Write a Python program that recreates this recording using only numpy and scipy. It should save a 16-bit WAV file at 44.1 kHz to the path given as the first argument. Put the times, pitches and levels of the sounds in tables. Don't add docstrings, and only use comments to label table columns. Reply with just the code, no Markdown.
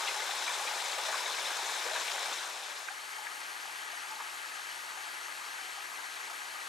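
import sys
import numpy as np
from scipy import signal
from scipy.fft import rfft, irfft
from scipy.io import wavfile

SR = 44100
rng = np.random.default_rng(int(sys.argv[2]) if len(sys.argv) > 2 else 0)


def put_to_file(sound):
    columns = np.atleast_2d(sound).T
    safe = np.clip(columns, -1, 1)
    whole_steps = np.round(safe * 32767)
    wavfile.write(sys.argv[1], SR, whole_steps.astype(np.int16))


N = 294588
HZ = np.fft.rfftfreq(N, 1 / SR)

# (frequency [Hz], coherence [0-1], left minus right [dB], phase lead of the left [rad])
FAR_IMAGE = [(60, 0.35, 1, 0.5), (308, 0.63, 1.5, 1), (513, 0.14, 2.5, -1.5), (810, 0.71, 3.8, 0.36),
             (1133, 1, 1, -1.3), (1430, 0.28, 4.3, 2.5), (1540, 0.52, 6.8, 3.5), (1970, 0.69, 6.8, 4),
             (2370, 0.76, 2.8, 6.5), (3020, 0.79, 3.5, 6), (4600, 1, 2.9, 6.5), (9000, 1, 3.8, 6.5),
             (15000, 1, 1.2, 6.5)]


def gain_of(db):
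    return 10 ** (np.asarray(db) / 20)


def evened(x):
    return x / np.sqrt(np.mean(x ** 2) + 1e-20)


def read(table, hz):
    f, *columns = np.transpose(table)
    return [np.interp(np.log(hz + 1), np.log(f + 1), column) for column in columns]


def add(mix, s, sound):
    part = mix[max(round(s * SR), 0):][:len(sound)]
    part += sound[:len(part)]


def ramp(start_s, length_s):
    return np.clip((np.arange(N) / SR - start_s) / length_s, 0, 1)


def lumps(shape, span_s, span_hz):
    along_s = np.fft.fftfreq(shape[0], 128 / SR)[:, None] * span_s
    along_hz = np.fft.fftfreq(shape[1], SR / 512) * span_hz
    blur = np.exp(-along_s ** 2 - along_hz ** 2)
    spectrum = np.fft.fft2(rng.standard_normal(shape))
    return evened(np.fft.ifft2(spectrum * blur).real)


def froth(patchy_db, flicker_db, surge_db):
    shape = (N // 128 + 5, 257)
    level_db = patchy_db * lumps(shape, span_s=0.042, span_hz=940)
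    level_db = level_db + flicker_db * lumps(shape, span_s=0.0059, span_hz=9300)
    level_db = level_db + surge_db * lumps(shape, span_s=0.1, span_hz=11000)
    noise = rng.standard_normal((2, *shape)) + 1j * rng.standard_normal((2, *shape))
    spectrogram = np.swapaxes(noise * gain_of(level_db), 1, 2)
    strands = signal.istft(spectrogram, nperseg=512, noverlap=384)[1]
    return evened(strands[:, :N])


def bubble(hz, t60, rise=0.057, onset_cycles=2.4):
    t = np.arange(0, t60, 1 / SR)
    decay = gain_of(-60 * t / t60)
    onset = 1 - np.exp(-t * hz / onset_cycles)
    cycles = hz * t * (1 + rise * (t / t60 - .5))
    return decay * onset * np.sin(2 * np.pi * cycles)


def swarm(lo_hz, hi_hz, per_s, spread_db, cycles, glide=0.1, count=70):
    out = np.zeros(N)
    per_pitch = int(np.clip(per_s * N / SR / count, 1, 400))
    for hz in np.geomspace(lo_hz, hi_hz, count):
        when, strength, polarity = rng.random((3, per_pitch))
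        level_db = spread_db * np.minimum(-np.log(1 - strength), 4)
        size = gain_of(level_db) * np.sign(polarity - .5)
        clicks = np.bincount((when * N).astype(int), size, N)
        ring = bubble(hz, cycles * rng.uniform(0.49, 1.25) / hz, glide * rng.random())
        out += signal.oaconvolve(clicks, np.sqrt(hz) * ring / np.linalg.norm(ring))[:N]
    return evened(out) * np.sqrt(2 * (hi_hz - lo_hz) / SR)


def banks(x, wet_db=-10, t60=0.1):
    t = np.arange(SR // 3) / SR
    tail = rng.standard_normal(len(t)) * gain_of(-60 * t / t60)
    tail = tail * (1 - np.exp(-t / 0.0089))
    return x + gain_of(wet_db) * signal.oaconvolve(x, tail / np.linalg.norm(tail))[:N]


def colour(wash, rocks):
    level_db = read(wash, HZ)[0]
    for hz, width, db in rocks:
        level_db = level_db + db * np.exp(-((HZ - hz) / width) ** 2)
    return gain_of(level_db)


def ports(shared, diffuse, image):
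    alike, balance_db, lead = read(image, HZ)
    alike = np.clip(alike, 0, .998)
    mid = rfft(shared) * np.sqrt(1 + alike)
    side = rfft(diffuse) * np.sqrt(1 - alike)
    left_gain = gain_of(balance_db)
    left = (mid + side) * left_gain
    right = (mid - side) * np.exp(-1j * lead)
    return irfft(np.array([left, right]) / np.sqrt(1 + left_gain ** 2), N)


def stream(foam, bubbles, tone, image):
    foam = foam + np.array([banks(bubbles), np.zeros(N)])
    shared, diffuse = irfft(rfft(foam) * tone, N)
    return evened(ports(shared, diffuse, image))


def near_stream():
    # (frequency [Hz], relative level per hertz [dB])
    near_wash = [(30, -40), (130, -35), (260, -23), (380, -11.5), (820, -1), (1320, -2.5), (1530, 0.8),
                 (2000, -4), (2900, -5.5), (3600, -3.5), (4800, -7.5), (7000, -8.5), (10000, -14.5),
                 (15000, -28.5)]
    # (frequency [Hz], half width to 1/e [Hz], level [dB])
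    near_rocks = [(685, 59, -1.5), (834, 60, 0), (970, 34, 1), (1350, 70, -1.5), (2400, 240, 1),
                  (3170, 85, -1), (3590, 30, 3.5), (3940, 95, 2), (4600, 220, -1.6), (5300, 190, 2.5),
                  (8700, 220, 1)]
    # (frequency [Hz], coherence [0-1], left minus right [dB], phase lead of the left [rad])
    near_image = [(60, 0.35, 0.6, 0.09), (380, 0.77, 1.5, -0.1), (1030, 0.96, 1.5, -0.23),
                  (1280, 0.8, 2.5, -0.29), (1560, 0.08, 6, -0.7), (1990, 0.56, 1.5, -0.4),
                  (2300, 0.97, 3.4, 0.1), (2780, 0.62, 4.9, -0.61), (3620, 0.91, 4, 0),
                  (6800, 0.97, 6.5, -0.01), (8700, 0.83, 6, -0.3), (10800, 0.29, 5, -0.18),
                  (13900, 1, -0.6, -0.01)]
    gurgle = gain_of(-5.5) * swarm(318.0, 2005, per_s=330, spread_db=2.0, cycles=18.4, glide=0.34)
    trickle = gain_of(-10.5) * swarm(3380, 4160, per_s=80, spread_db=-0.3, cycles=130, count=14)
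    tinkle = gain_of(-11.0) * swarm(1970, 8980, per_s=700, spread_db=2.0, cycles=36)
    foam = froth(patchy_db=1.0, flicker_db=1.12, surge_db=-0.2)
    tone = colour(near_wash, near_rocks)
    return gain_of(-35.5) * stream(foam, gurgle + trickle + tinkle, tone, near_image)


def plop(db, hz, rise=0.065):
    t60_at_1khz, size_power = 0.061, 0.36
    return gain_of(db) * bubble(hz, t60_at_1khz * (hz / 1000) ** -size_power, rise)


def plops():
    # (time [s], level [dB], pitch [Hz], half the upward glide [share of pitch])
    large_bubbles = [(.03, -29.5, 897, .04), (.078, -39, 3100, .04), (.083, -27.5, 2240, .2),
                     (.086, -38, 524, 0.11), (.091, -31, 2580, .08), (.163, -29, 840, 0.072),
                     (.183, -34, 846, .04), (.22, -29, 2090, .04), (.29, -30, 794, .04),
                     (.479, -26, 2350, 0.044), (.506, -34, 1510, .08), (.607, -29.5, 802, .04),
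                     (.617, -30, 845, 0.039), (.65, -36, 520, .06), (.673, -30, 2560, 0.19),
                     (.68, -32, 920, 0.16), (.711, -29, 850, .04), (.979, -33.5, 534, .04),
                     (.982, -32, 840, .04), (1.085, -33, 650, .08), (1.091, -34, 1910, .04),
                     (1.141, -28.5, 1180, 0.093), (1.163, -33, 1520, .04), (1.203, -33, 1000, .04),
                     (1.259, -29.5, 3800, .02), (1.263, -31, 2220, .04), (1.345, -36, 2620, .04),
                     (1.386, -30.5, 2260, .08), (1.502, -32.5, 1640, .04), (1.706, -42, 450, .06),
                     (1.772, -28.5, 867, .04), (1.952, -28.5, 952, .04), (2.079, -33, 2360, .04),
                     (2.222, -37.5, 553, .04), (2.26, -32, 2390, .04), (2.325, -29, 3650, .04),
                     (2.386, -32, 3960, .04), (2.903, -36, 810, 0.034), (3.144, -45, 1750, .04),
                     (3.182, -40, 773, .08), (3.234, -40, 910, .04), (3.248, -45, 3120, .04),
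                     (3.268, -41, 1740, 0.054), (3.27, -44, 2330, .06), (3.311, -36, 1290, .06),
                     (3.648, -41, 790, 0.043), (3.93, -41, 720, .04), (4.165, -41, 860, .04),
                     (4.203, -35.5, 915, .08), (4.239, -40, 1114, .06), (4.313, -41, 1636, .04),
                     (4.372, -42, 1465, .06), (4.516, -37, 1780, .04), (4.97, -37.5, 770, 0.051),
                     (5.044, -40, 900, .04), (5.211, -36, 1295, .04), (5.253, -41, 1465, .06),
                     (5.28, -42, 2025, .04), (5.478, -41, 1035, .06), (5.583, -38, 1545, .04),
                     (5.629, -38, 3050, .04), (5.66, -43, 3100, .04), (5.778, -42, 820, .06),
                     (5.955, -40, 2560, .04), (6.054, -39, 905, .06), (6.417, -39, 1700, .04),
                     (6.555, -35, 1225, .04)]
    out = np.zeros(N)
    for s, db, hz, rise in large_bubbles:
        add(out, s, plop(db, hz, rise))
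    return out


def stray_plops(per_s, db, hz, octaves, spread_db=3.0, count=60):
    out = np.zeros(N)
    waits = rng.gamma(2, 1 / 2, count) / per_s
    scatter = rng.uniform(-0.67, 1, (count, 2))
    for s, (strength, height) in zip(np.cumsum(waits), scatter):
        add(out, s, plop(db + spread_db * strength, hz * 2 ** (octaves * height)))
    return out


def panned(sound, pan_db):
    port = gain_of([[pan_db / 2], [-pan_db / 2]])
    return port / np.sqrt(np.mean(port ** 2)) * banks(sound, wet_db=-20)


def splash(hz, length, octaves, count=8):
    droplet_share, droplet_cycles = 0.26, 41
    u = np.arange(SR // 4) / SR / (length / 2)
    f = np.fft.rfftfreq(len(u), 1 / SR)
    band = np.exp(-(np.log2((f + 1) / hz) / octaves) ** 2)
    noise = irfft(rfft(rng.standard_normal(len(u))) * band, len(u))
    spray = evened(noise) * u * np.exp(1 - u)
    droplets = np.zeros(len(u))
    for delay, height in rng.random((count, 2)):
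        pitch = hz * 2 ** (octaves * (height - .5))
        add(droplets, 1.3 * length * delay, np.exp(-delay) * bubble(pitch, droplet_cycles / pitch))
    droplets = np.std(spray) * evened(droplets)
    return np.sqrt(1 - droplet_share) * spray + np.sqrt(droplet_share) * droplets


def splashes():
    # (time [s], level [dB], centre [Hz], twice the time to the spray's peak [s],
    #  half width to 1/e [octaves], left minus right [dB])
    slaps = [(0.069, -35, 3000, .013, 0.49, 5), (0.464, -39, 1400, 0.022, 1.05, 3),
             (0.798, -35, 3150, 0.011, 0.55, 9), (0.918, -41, 4350, 0.0086, 0.23, 6),
             (0.93, -38, 3300, .007, .4, 7), (1.083, -36.5, 1110, 0.014, .94, 3),
             (1.124, -39, 1500, .009, .5, 3), (1.137, -35, 1220, 0.012, .7, 3),
             (1.944, -40, 650, .011, .5, 3), (1.955, -38, 1660, 0.013, 0.32, 4),
             (1.998, -40, 6500, 0.011, .35, 6), (2.076, -36, 2900, .009, .6, 10),
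             (2.111, -38.5, 3800, 0.01, 1.1, 8), (2.33, -41.5, 6600, .01, 0.29, 5),
             (2.883, -38, 1630, 0.0075, 0.67, -13), (3.266, -38, 1850, .0074, .55, 9),
             (3.65, -44.5, 1100, 0.0059, .35, 6), (4.199, -40, 1190, .011, 0.79, 3),
             (5.629, -45, 2600, 0.0061, .4, 6)]
    out = np.zeros((2, N))
    for s, db, hz, length, octaves, pan_db in slaps:
        slap = np.zeros(N)
        add(slap, s, gain_of(db) * splash(hz, length, octaves))
        out += panned(slap, pan_db)
    return out


def glug(db, from_hz, to_hz, length, swell=.6):
    u = np.arange(0, length, 1 / SR) / length
    hz = from_hz * (to_hz / from_hz) ** u
    envelope = abs(np.sin(np.pi * u)) ** swell
    return gain_of(db) * envelope * np.sin(2 * np.pi * np.cumsum(hz) / SR)


def glugs():
    # (time [s], level [dB], start pitch [Hz], end pitch [Hz], length [s])
    rising_notes = [(1.448, -37.5, 3300, 4250, 0.034), (1.470, -44.5, 487, 650, 0.023),
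                    (1.85, -43, 460, 526, .04), (1.908, -39.5, 596, 686, 0.042),
                    (3.18, -41.5, 854, 906, 0.026), (4.098, -43.5, 860, 890, 0.057)]
    out = np.zeros(N)
    for s, *shape in rising_notes:
        add(out, s, glug(*shape))
    return out


def far_stream():
    # (frequency [Hz], relative level per hertz [dB])
    far_wash = [(30, -35), (120, -38), (350, -17), (580, -14), (850, -5.5), (1030, -7.5), (1400, -3.5),
                (1650, 0), (2200, -7), (3600, -11.5), (4400, -11), (5000, -14), (9000, -16.5),
                (15000, -29.5)]
    # (frequency [Hz], half width to 1/e [Hz], level [dB])
    far_rocks = [(480, 43, -0.5), (850, 23, 2.5), (1200, 130, 1.5), (1410, 69, -0.5), (1597, 42, 2),
                 (1950, 84, 3.5), (3060, 120, 2), (3570, 120, -1.5), (4430, 150, 1), (5000, 290, -1.1),
                 (6500, 540, 1.6), (10800, 1100, 2)]
    babble = gain_of(-7.0) * swarm(221.0, 2240, per_s=420, spread_db=3.0, cycles=19.0, glide=0.21)
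    gulps = gain_of(-7) * swarm(826, 892, per_s=16, spread_db=-1.0, cycles=51, count=8)
    fizz = gain_of(-10.5) * swarm(2136, 8820, per_s=600, spread_db=1.0, cycles=49)
    drips = gain_of(-14.5) * swarm(2388, 7470, per_s=60, spread_db=2.5, cycles=84, count=40)
    foam = froth(patchy_db=0.8, flicker_db=.5, surge_db=0.11)
    tone = colour(far_wash, far_rocks)
    return gain_of(-41.5) * stream(foam, babble + gulps + fizz + drips, tone, FAR_IMAGE)


def churn(hz=2200, octaves=1.0):
    band = np.exp(-(np.log2((HZ + 1) / hz) / octaves) ** 2)
    bubbles = gain_of(1) * swarm(1220, 3530, per_s=260, spread_db=0.5, cycles=15, count=30)
    foam = froth(patchy_db=3.0, flicker_db=-2.2, surge_db=-3.5)
    rush = stream(foam, bubbles, band, FAR_IMAGE)
    return gain_of(-56) * ramp(start_s=3.1, length_s=0.63) * rush


def scene():
    far = ramp(start_s=2.127, length_s=1)
    near = 1 - far
    water = near * near_stream() + far * (far_stream() + churn())
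    drops = near * stray_plops(per_s=3, db=-43, hz=1202, octaves=1.8)
    drops += far * stray_plops(per_s=2.9, db=-50, hz=1000, octaves=1.5)
    drops += plops() + glugs()
    return water + panned(drops, pan_db=3.5) + splashes()


def record(dry):
    edge_hz = 15400
    lowpass = signal.firwin(511, edge_hz, window=("kaiser", 9), fs=SR)
    return signal.oaconvolve(dry, lowpass[None], "same")


dry = scene()
out = record(dry)
put_to_file(out)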